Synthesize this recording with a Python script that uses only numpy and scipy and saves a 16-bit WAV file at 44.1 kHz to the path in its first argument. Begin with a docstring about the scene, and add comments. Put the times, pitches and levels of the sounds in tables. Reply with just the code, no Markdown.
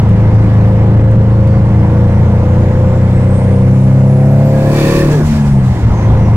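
"""Inside a car, a turbocharged flat-four pulls hard. Its periodic firing booms in the cabin; uneven
combustion adds a burble and an exhaust rasp. Tyres and wind rush underneath, the trim ticks, and the
compressor's whistle climbs with its speed. At full boost the intake roars, hisses and howls; then the
throttle shuts with a falling honk, the boost air vents, the revs sink and the next gear takes up
with a thump."""
import sys
import numpy as np
from scipy import signal
from scipy.fft import rfft, irfft, next_fast_len
from scipy.io import wavfile
from scipy.ndimage import uniform_filter1d, minimum_filter1d, map_coordinates

SR = 44100
rng = np.random.default_rng(int(sys.argv[2]) if len(sys.argv) > 2 else 0)


def dump(signal):
    """Clip the signal to [-1, 1] and save it as 16-bit WAV at the path in sys.argv[1]."""
    limited = np.clip(np.atleast_2d(signal).T, -1, 1)
    pcm = np.round(limited * 32767).astype(np.int16)
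    wavfile.write(sys.argv[1], SR, pcm)


N = 280476
TIME = np.arange(N) / SR
TOP_HZ = 15850

# turbo speed, as the pitch of its whistle: t/s, f/Hz
TURBO_SPEED = [(0, 3400), (1, 3900), (1.65, 4750), (2, 5580), (3, 7520), (3.42, 8600), (4.2, 10620),
               (4.4, 12200), (4.6, 14200), (4.75, 15200), (4.9, 15650), (5.1, 15600), (5.2, 14550),
               (5.45, 10050), (5.62, 8250), (5.8, 7000), (6.01, 6200), (6.36, 5680)]


def amp(db):
    """Amplitude ratio of a level in decibels."""
    return 10 ** (np.asarray(db) / 20)


def unit(x):
    """Normalisation to rms 1."""
    return x / np.sqrt(np.mean(x ** 2) + 1e-20)


def along(points, hz):
    """Interpolation of (f/Hz, value) points on a logarithmic frequency axis."""
    f, values = np.transpose(points)
    return np.interp(np.log(hz + 1), np.log(f + 1), values)


def curves(rows):
    """Linear interpolation of each column after t/s, one value a sample."""
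    times, *columns = np.transpose(rows)
    return [np.interp(TIME, times, column) for column in columns]


def wobble(rate, size=N):
    """Smooth random modulation: a spline through rate knots a second."""
    knots = rng.standard_normal(16384)
    return map_coordinates(knots, [np.linspace(0, rate * N / SR, size)], mode="wrap")


def angle(hz):
    """Phase as the time integral of frequency."""
    return 2 * np.pi * np.cumsum(hz) / SR


def tone(phase):
    """A sinusoid of rms 1."""
    return np.sqrt(2) * np.cos(phase)


def band(phase, rate):
    """Narrow-band noise: random quadrature modulation spreads a carrier, more widely at a higher rate."""
    return wobble(rate) * np.cos(phase) + wobble(rate) * np.sin(phase)


def bursts(rows, attack, t60):
    """Envelope of events (t/s, hold/s, level/dB): linear rise, hold, exponential decay."""
    return sum(np.clip((TIME - s) / attack, 0, 1) * amp(db - 60 * np.maximum(TIME - s - hold, 0) / t60)
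               for s, hold, db in rows)


def filtered(x, response):
    """Linear filtering: the spectrum of x times a complex frequency response."""
    size = next_fast_len(N + SR // 4)
    return irfft(rfft(x, size) * response(np.fft.rfftfreq(size, 1 / SR)), size)[..., :N]


def dispersed(x, spread_s, span_hz):
    """Dispersion in pipe and cabin: group delay swings with frequency, so each pulse rings out."""
    return filtered(x, lambda hz: np.exp(-1j * spread_s * span_hz * np.sin(2 * np.pi * hz / span_hz)))


def turbulence(spectrum, patchy_db, peaks=()):
    """Turbulent stereo noise of rms 1, coherent in the bass and incoherent in the treble."""
    # likeness of left and right: f/Hz, correlation
    coherence = [(100, 1), (250, 0.97), (500, 0.89), (1000, 0.97), (2000, 0.54), (4000, 0.43), (8000, 0)]
    spectra = signal.stft(rng.standard_normal((2, N)), nperseg=512)[2]
    patches = uniform_filter1d(rng.standard_normal(spectra.shape[1:]), size=7, axis=0)
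    patches = uniform_filter1d(patches, size=9, axis=1)
    pair = signal.istft(spectra * amp(patchy_db * unit(patches)), nperseg=512)[1][:, :N]

    def response(hz):
        turn = np.arccos(np.clip(along(coherence, hz), -1, 1)) / 2
        lift_db = sum(db / (1 + (2 * (hz - centre) / width) ** 2) for centre, width, db in peaks)
        return amp(along(spectrum, hz) + lift_db) * np.array([np.cos(turn), np.sin(turn)])

    mid, side = filtered(pair, response)
    return unit(np.array([mid + side, mid - side]))


def harmonics(cycle, cycle_hz, orders, rough, rough_rate, body=None):
    """Cycle harmonics, weighted by any fixed body response; uneven combustion modulates each one."""
    step = 8  # decimation factor
    phase, hz, out = cycle[::step], cycle_hz[::step], 0
    shake = lambda: rough * wobble(rough_rate, size=len(hz))
    for order, db in orders:
        colour_db = along(body, round(order) * hz) if body else 0
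        out = out + amp(db + colour_db) * (1 + shake()) * tone(round(order) * phase + shake())
    return signal.resample_poly(out, step, 1, window=("kaiser", 10))[:N]


def spool(db_per_octave):
    """Power law of turbo speed, as a level: 0 dB at top speed."""
    hz, = curves(TURBO_SPEED)
    return db_per_octave * np.log2(hz / hz.max())


def boosted(db_per_octave, shut_s, fall_db_per_s):
    """Level in dB that follows the power law of turbo speed and collapses as the throttle shuts."""
    return spool(db_per_octave) - fall_db_per_s * np.maximum(TIME - shut_s, 0)


def firing_boom(cycle, cylinders=4, phase_rad=1.55):
    """Periodic excitation: each cylinder fires once a cycle, making a tone at the firing rate."""
    # firing tone: t/s, level/dB
    levels = [(0, -8), (1.3, -8), (2.45, -12), (3.1, -11.5), (3.52, -12.5), (3.67, -7.5), (4.3, -7.5),
              (4.6, -11), (5, -15.5), (5.11, -9), (5.36, -14.5), (5.56, -8), (5.68, -10.5), (5.77, -20),
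              (5.87, -8.5), (5.97, -14.5), (6.06, -8.5), (6.36, -8.5)]
    return amp(curves(levels)[0] + .6 * wobble(20)) * tone(cylinders * cycle + phase_rad)


def burble(cycle, cycle_hz):
    """Unequal firings add low harmonics, which sweep through the cabin's standing waves."""
    # low harmonics: order, level/dB
    orders = [(2, -9.5), (3, 8), (5, -9.5), (6, 2.5), (7, 0), (8, -1.5)]
    # cabin response: f/Hz, gain/dB
    cabin_modes = [(55, -14), (78, -28.5), (90, -19.5), (110, -27.5), (143, -7), (167, -30.5), (195, -16.5),
                   (210, -20.5), (230, -38), (262, -22.5), (290, -37)]
    return harmonics(cycle, cycle_hz, orders, rough=.11, rough_rate=14, body=cabin_modes)


def exhaust_rasp(cycle, cycle_hz):
    """Source and filter: the exhaust pipe's resonances colour the higher harmonics."""
    # higher harmonics: order, level/dB
    orders = [(9, 2), (10, -6.5), (11, 10.5), (12, 3.5), (13, 6), (14, -6.5), (15, 10.5), (16, 6), (17, 10),
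              (18, -4), (19, 9), (20, -6), (21, -1), (22, -2), (23, -5), (24, -4)]
    # exhaust response: f/Hz, gain/dB
    pipe = [(240, -41), (310, -38.5), (370, -40.5), (425, -47), (470, -39), (515, -33), (570, -39.5),
            (660, -38), (740, -41.5)]
    pulses = harmonics(cycle, cycle_hz, orders, rough=.31, rough_rate=5.5, body=pipe)
    return dispersed(pulses, spread_s=.008, span_hz=260.9)


def clatter(cycle, width=.5, steps=512):
    """Valves and combustion repeat a slowly changing rattle each cycle; periodicity gives a line comb."""
    # envelope of the comb: f/Hz, gain/dB
    spectrum = [(400, -22.5), (700, 6.5), (1050, -4), (1350, -6), (1700, -11), (2300, -12.5), (3000, -19.5),
                (5000, -33), (8000, -61)]
    place = [cycle / (2 * np.pi) % 1 * steps]
    loop = lambda: map_coordinates(rng.standard_normal(steps), place, order=1, mode="grid-wrap")
    drift = .98 * wobble(2.02)
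    mid, side = [np.cos(drift) * loop() + np.sin(drift) * loop() for _ in range(2)]
    pair = np.array([mid + width * side, mid - width * side])
    return unit(filtered(pair, lambda hz: amp(along(spectrum, hz))))


def road(cycle, pulsing=.098):
    """Random excitation: asphalt shakes the body; tyres, wind and engine roar, pulsing with the crank."""
    # road noise: t/s, rumble level/dB, roar level/dB
    levels = [(0, -13, -23), (.5, -16, -21.5), (1.2, -17, -25.5), (2, -15.5, -23), (3.1, -16.5, -23),
              (4.2, -21.5, -26), (5.2, -17.5, -21), (5.55, -17, -24.5), (6.05, -17, -19.5),
              (6.36, -14, -22.5)]
    # bumps in the asphalt: t/s, hold/s, level/dB
    bumps = [(.92, 0.046, -13.5), (1.09, .06, -9.5), (1.56, .06, -16), (3.31, 0.044, -22), (5.82, .05, -9),
             (6.06, 0.069, -10)]
    # body rumble: f/Hz, relative density/dB
    rumble_spectrum = [(15, -8), (28, -2), (50, -4.5), (80, -4), (120, -3.5), (200, -7), (280, -21.5),
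                       (500, -44.5), (1000, -100)]
    # roar: f/Hz, relative density/dB
    roar_spectrum = [(100, -8), (220, 5.5), (350, 3.5), (520, -2), (700, -2), (950, -2.5), (1300, -11.5),
                     (2000, -15.5), (2600, -21), (3500, -25.5), (6000, -33.5), (9000, -41), (16000, -52)]
    # panel and vent resonances: f/Hz, width/Hz, lift/dB
    panels = [(885, 90, 1), (1455, 24, 4), (1682, 43, 4.5), (2076, 70, 5), (2740, 24, 2), (4900, 43, 3),
              (5400, 80, 5)]
    rumble_db, roar_db = curves(levels)
    shaking = np.hypot(amp(rumble_db), bursts(bumps, attack=.044, t60=.6))
    rumble = shaking * turbulence(rumble_spectrum, patchy_db=.5)
    beat = 1 + pulsing * np.cos(2 * cycle)
    return rumble + amp(roar_db) * beat * turbulence(roar_spectrum, patchy_db=1.5, peaks=panels)


def compressor_hiss(top_db=-43):
    """Turbulent flow through the compressor makes broadband noise that grows with turbo speed."""
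    # flow noise: f/Hz, relative density/dB
    spectrum = [(800, -39), (2500, -6), (5000, 0), (8500, -1.5), (10500, -7.5), (13500, -14),
                (16000, -14.5)]
    return amp(top_db + spool(db_per_octave=7)) * turbulence(spectrum, patchy_db=1.6)


def turbo_whistle(flutter=.0045, core=.72, fuzz=.5, skirt=.45, haze=.6):
    """The compressor's blade-passing tone and its octave, broadened by turbulence into breathy bands."""
    # the whistle flares or sinks: t/s, half width/s, lift/dB
    flares = [(1.3, .45, 3), (3.38, 0.16, 10), (3.95, .25, -3.5), (4.8, .16, 4), (5.3, .12, -3),
              (5.98, .1, 12), (6.25, .18, 6)]
    hz, = curves(TURBO_SPEED)
    level_db = -53 + spool(db_per_octave=5) + 2 * wobble(11)
    flare_db = sum(db * np.exp(-((TIME - s) / width) ** 2) for s, width, db in flares)
    blades = angle(hz * (1 + flutter * wobble(18)))

    def whistle():
        line = core * amp(2.8 * wobble(16)) * tone(blades + 1.5 * wobble(15))
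        return line + fuzz * band(blades, 160) + skirt * band(blades, 900) + haze * band(blades, 2400)

    octave = amp(-46.5 + spool(db_per_octave=14.5)) * (2 * hz < TOP_HZ) * band(2 * blades, 250)
    return amp(level_db + flare_db) * np.array([whistle(), whistle()]) + octave


def trim_ticks():
    """Impact noise: tiny contacts in the trim make spiky, slightly dulled runs that die away."""
    # ticks and rattles: t/s, level/dB, t60/s
    ticks = [(.09, -46, .15), (.41, -50, .15), (.665, -45, .2), (1.113, -38, .035), (1.474, -36, .012),
             (6.315, -44, .02)]
    out, t = np.zeros(N + SR), np.arange(SR // 2) / SR
    for s, db, t60 in ticks:
        contacts = unit(signal.lfilter([1], [1, -.5], rng.standard_normal(len(t)) ** 3))
        out[round(s * SR):][:len(t)] += amp(db - 60 * t / t60) * contacts
    return out[:N]


def intake_roar(cycle, cycle_hz):
    """Periodic flow in the intake sounds harmonics of the cycle, growing steeply with boost."""
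    # harmonics at full boost: order, level/dB
    orders = [(5, -21), (7, -36.5), (8, -26), (9, -20), (10, -23), (11, -34), (12, -33), (13, -24.5),
              (15, -24.5), (28, -35.5), (29, -36), (30, -49.5), (31, -35.5)]
    level_db = 1.5 + boosted(db_per_octave=65, shut_s=5.04, fall_db_per_s=137)
    pulses = amp(level_db) * harmonics(cycle, cycle_hz, orders, rough=.18, rough_rate=12)
    return dispersed(pulses, spread_s=.0046, span_hz=262)


def boost_rush(cycle, pulsing=.11):
    """Turbulence at full boost excites the intake's resonances, pulsing with the crankshaft."""
    # rushing air: f/Hz, relative density/dB
    spectrum = [(400, -33.5), (1050, 3.5), (1450, -0.5), (2300, 1), (3100, -2.5), (4800, -2.5), (8000, -9),
                (12000, -11.5), (16000, -18)]
    # intake tract resonances: f/Hz, width/Hz, lift/dB
    tract = [(1710, 100, 4.5), (1817, 110, 11.5), (2335, 54, 11), (2560, 170, 9), (3550, 44, 9.5),
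             (4480, 66, 9)]
    # the rush opens abruptly into a loud hiss: t/s, hold/s, level/dB
    surge = [(4.68, 0.32, -25)]
    level_db = -28 + boosted(db_per_octave=66, shut_s=5.005, fall_db_per_s=45)
    envelope = np.hypot(amp(level_db), bursts(surge, attack=.11, t60=.34))
    gulps = 1 + pulsing * np.cos(2 * cycle)
    return envelope * gulps * turbulence(spectrum, patchy_db=.7, peaks=tract)


def intake_howl(width_hz=110, rise_hz_per_s=330):
    """Flow past the intake mouth excites a pipe resonance: a fuzzy, rising tone, unlike at each ear."""
    # howls: t/s, hold/s, starting f/Hz, level/dB
    howls = [(4.518, 0.5, 1636, -34.5), (5.096, 0.044, 1654, -28.5), (5.327, .07, 1680, -41)]
    out = 0
    for s, hold, hz, db in howls:
        phase = angle(hz + rise_hz_per_s * (TIME - s))
        fuzzy = np.array([band(phase, width_hz) for _ in range(2)])
        out = out + bursts([(s, hold, db)], attack=.041, t60=.4) * fuzzy
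    return out


def driveline_thumps(attack=.027):
    """Changes of load set the driveline into damped oscillation."""
    # thumps: t/s, level/dB, f/Hz, t60/s
    thumps = [(4.66, -12.5, 44.8, 0.33), (5.22, -6.5, 82.4, 0.51), (5.42, -6, 50.5, 0.28),
              (5.662, -6, 83, 0.39), (5.819, 3.5, 68.5, .22)]
    out, t = np.zeros(N + SR), np.arange(SR // 2) / SR
    for s, db, hz, t60 in thumps:
        envelope = amp(db - 60 * t / t60) * (1 - np.exp(-t / attack))
        out[round(s * SR):][:len(t)] += envelope * np.sin(2 * np.pi * hz * t)
    return out[:N]


def throttle_honk(rasping=.31):
    """The intake note glides down as the throttle plate closes; random modulation roughens it."""
    # intake note: t/s, f/Hz, level/dB
    glide = [(5.07, 480, -45), (5.115, 455, -19), (5.155, 440, -16), (5.185, 392, -22), (5.205, 345, -17),
             (5.222, 320, -25), (5.24, 300, -70)]
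    hz, db = curves(glide)
    phase = angle(hz * (1 + .017 * wobble(120)))
    sounding = db > max(db[0], db[-1])
    partials = tone(phase) + amp(-14) * tone(2 * phase) + amp(-23) * tone(3 * phase)
    return amp(db) * sounding * (1 + rasping * wobble(130)) * partials


def boost_vent():
    """Jet noise: compressed air escapes in puffs once the throttle shuts."""
    # puffs: t/s, hold/s, level/dB
    puffs = [(5.09, .05, -30.5), (5.23, .14, -34), (5.44, .04, -40), (5.62, .19, -42)]
    # escaping air: f/Hz, relative density/dB
    spectrum = [(600, -32.5), (1700, 4), (3000, 1), (7000, -2.5), (10000, -9.5), (16000, -19)]
    return bursts(puffs, attack=.03, t60=.47) * turbulence(spectrum, patchy_db=1.5)


def coasting_hum(cycle, cycle_hz, db_per_hz=.45):
    """With the throttle shut, harmonics of the crankshaft's rotation hum and fade as the revs sink."""
    # coasting: t/s, hold/s, level/dB
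    spell = [(5.15, 0.56, -12.5)]
    # even harmonics of the cycle: order, level/dB
    orders = [(2, -8), (6, -1.5), (8, -24)]
    envelope = bursts(spell, attack=.17, t60=.26) * amp(db_per_hz * (cycle_hz - cycle_hz.max()))
    return envelope * harmonics(cycle, cycle_hz, orders, rough=.063, rough_rate=9.4)


def scene(left_lag_s=.00011):
    """Superposition at the passenger seat, with interaural differences of level and time."""
    # four-stroke cycle rate: t/s, f/Hz
    speed = [(0, 26.7), (1.3, 27.9), (1.7, 28.21), (2.1, 28.96), (2.5, 29.54), (2.9, 30.49), (3.3, 31.49),
             (3.7, 32.12), (4.1, 33.35), (4.5, 35.05), (4.95, 36.6), (5.1, 36.77), (5.22, 37.85),
             (5.36, 36.82), (5.7, 31.15), (5.86, 27.18), (6.05, 27.54), (6.36, 27.7)]
    # engine load, dropping for the gearshift: t/s, level/dB
    load = [(0, 0), (.8, 0.9), (1.6, -0.56), (2.4, .5), (2.9, -.7), (3.5, .5), (4, -1.5), (4.3, 1.5),
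            (4.65, 0.5), (5.15, -4.5), (5.78, -22), (5.9, -8), (6.2, -0.5), (6.36, -3.5)]
    # left ear relative to right: f/Hz, level/dB
    balance = [(100, 0.5), (500, 1), (1000, -1), (2000, -2.5), (4000, -0.5), (8000, -4.5), (14000, -3)]
    cycle_hz = curves(speed)[0] * (1 + .002 * wobble(15))
    cycle = angle(cycle_hz)
    load_db, = curves(load)
    rasp_db = 1.43 * load_db - .64  # follows the load more steeply than the burble
    engine = (firing_boom(cycle) + amp(load_db + 1.5) * burble(cycle, cycle_hz)
              + amp(rasp_db) * exhaust_rasp(cycle, cycle_hz) + intake_roar(cycle, cycle_hz)
              + coasting_hum(cycle, cycle_hz) + amp(rasp_db - 32.5) * clatter(cycle) + throttle_honk())
    chassis = driveline_thumps() + trim_ticks() + road(cycle)
    air = compressor_hiss() + boost_rush(cycle) + boost_vent() + intake_howl() + turbo_whistle()
    side = np.array([[.5], [-.5]])
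    ears = lambda hz: amp(side * along(balance, hz)) * np.exp(-2j * np.pi * hz * left_lag_s * side)
    return filtered(engine + chassis + air, ears)


def record(dry):
    """Peak limiting to full scale by a fast, smoothed gain, then band limiting."""
    needed = 1 / np.maximum(np.abs(dry).max(axis=0), 1)
    held = minimum_filter1d(needed, size=241)
    gain = uniform_filter1d(uniform_filter1d(held, size=121), size=121)
    return filtered(dry * gain, lambda hz: hz < TOP_HZ)


dry = scene()
out = record(dry)
dump(out)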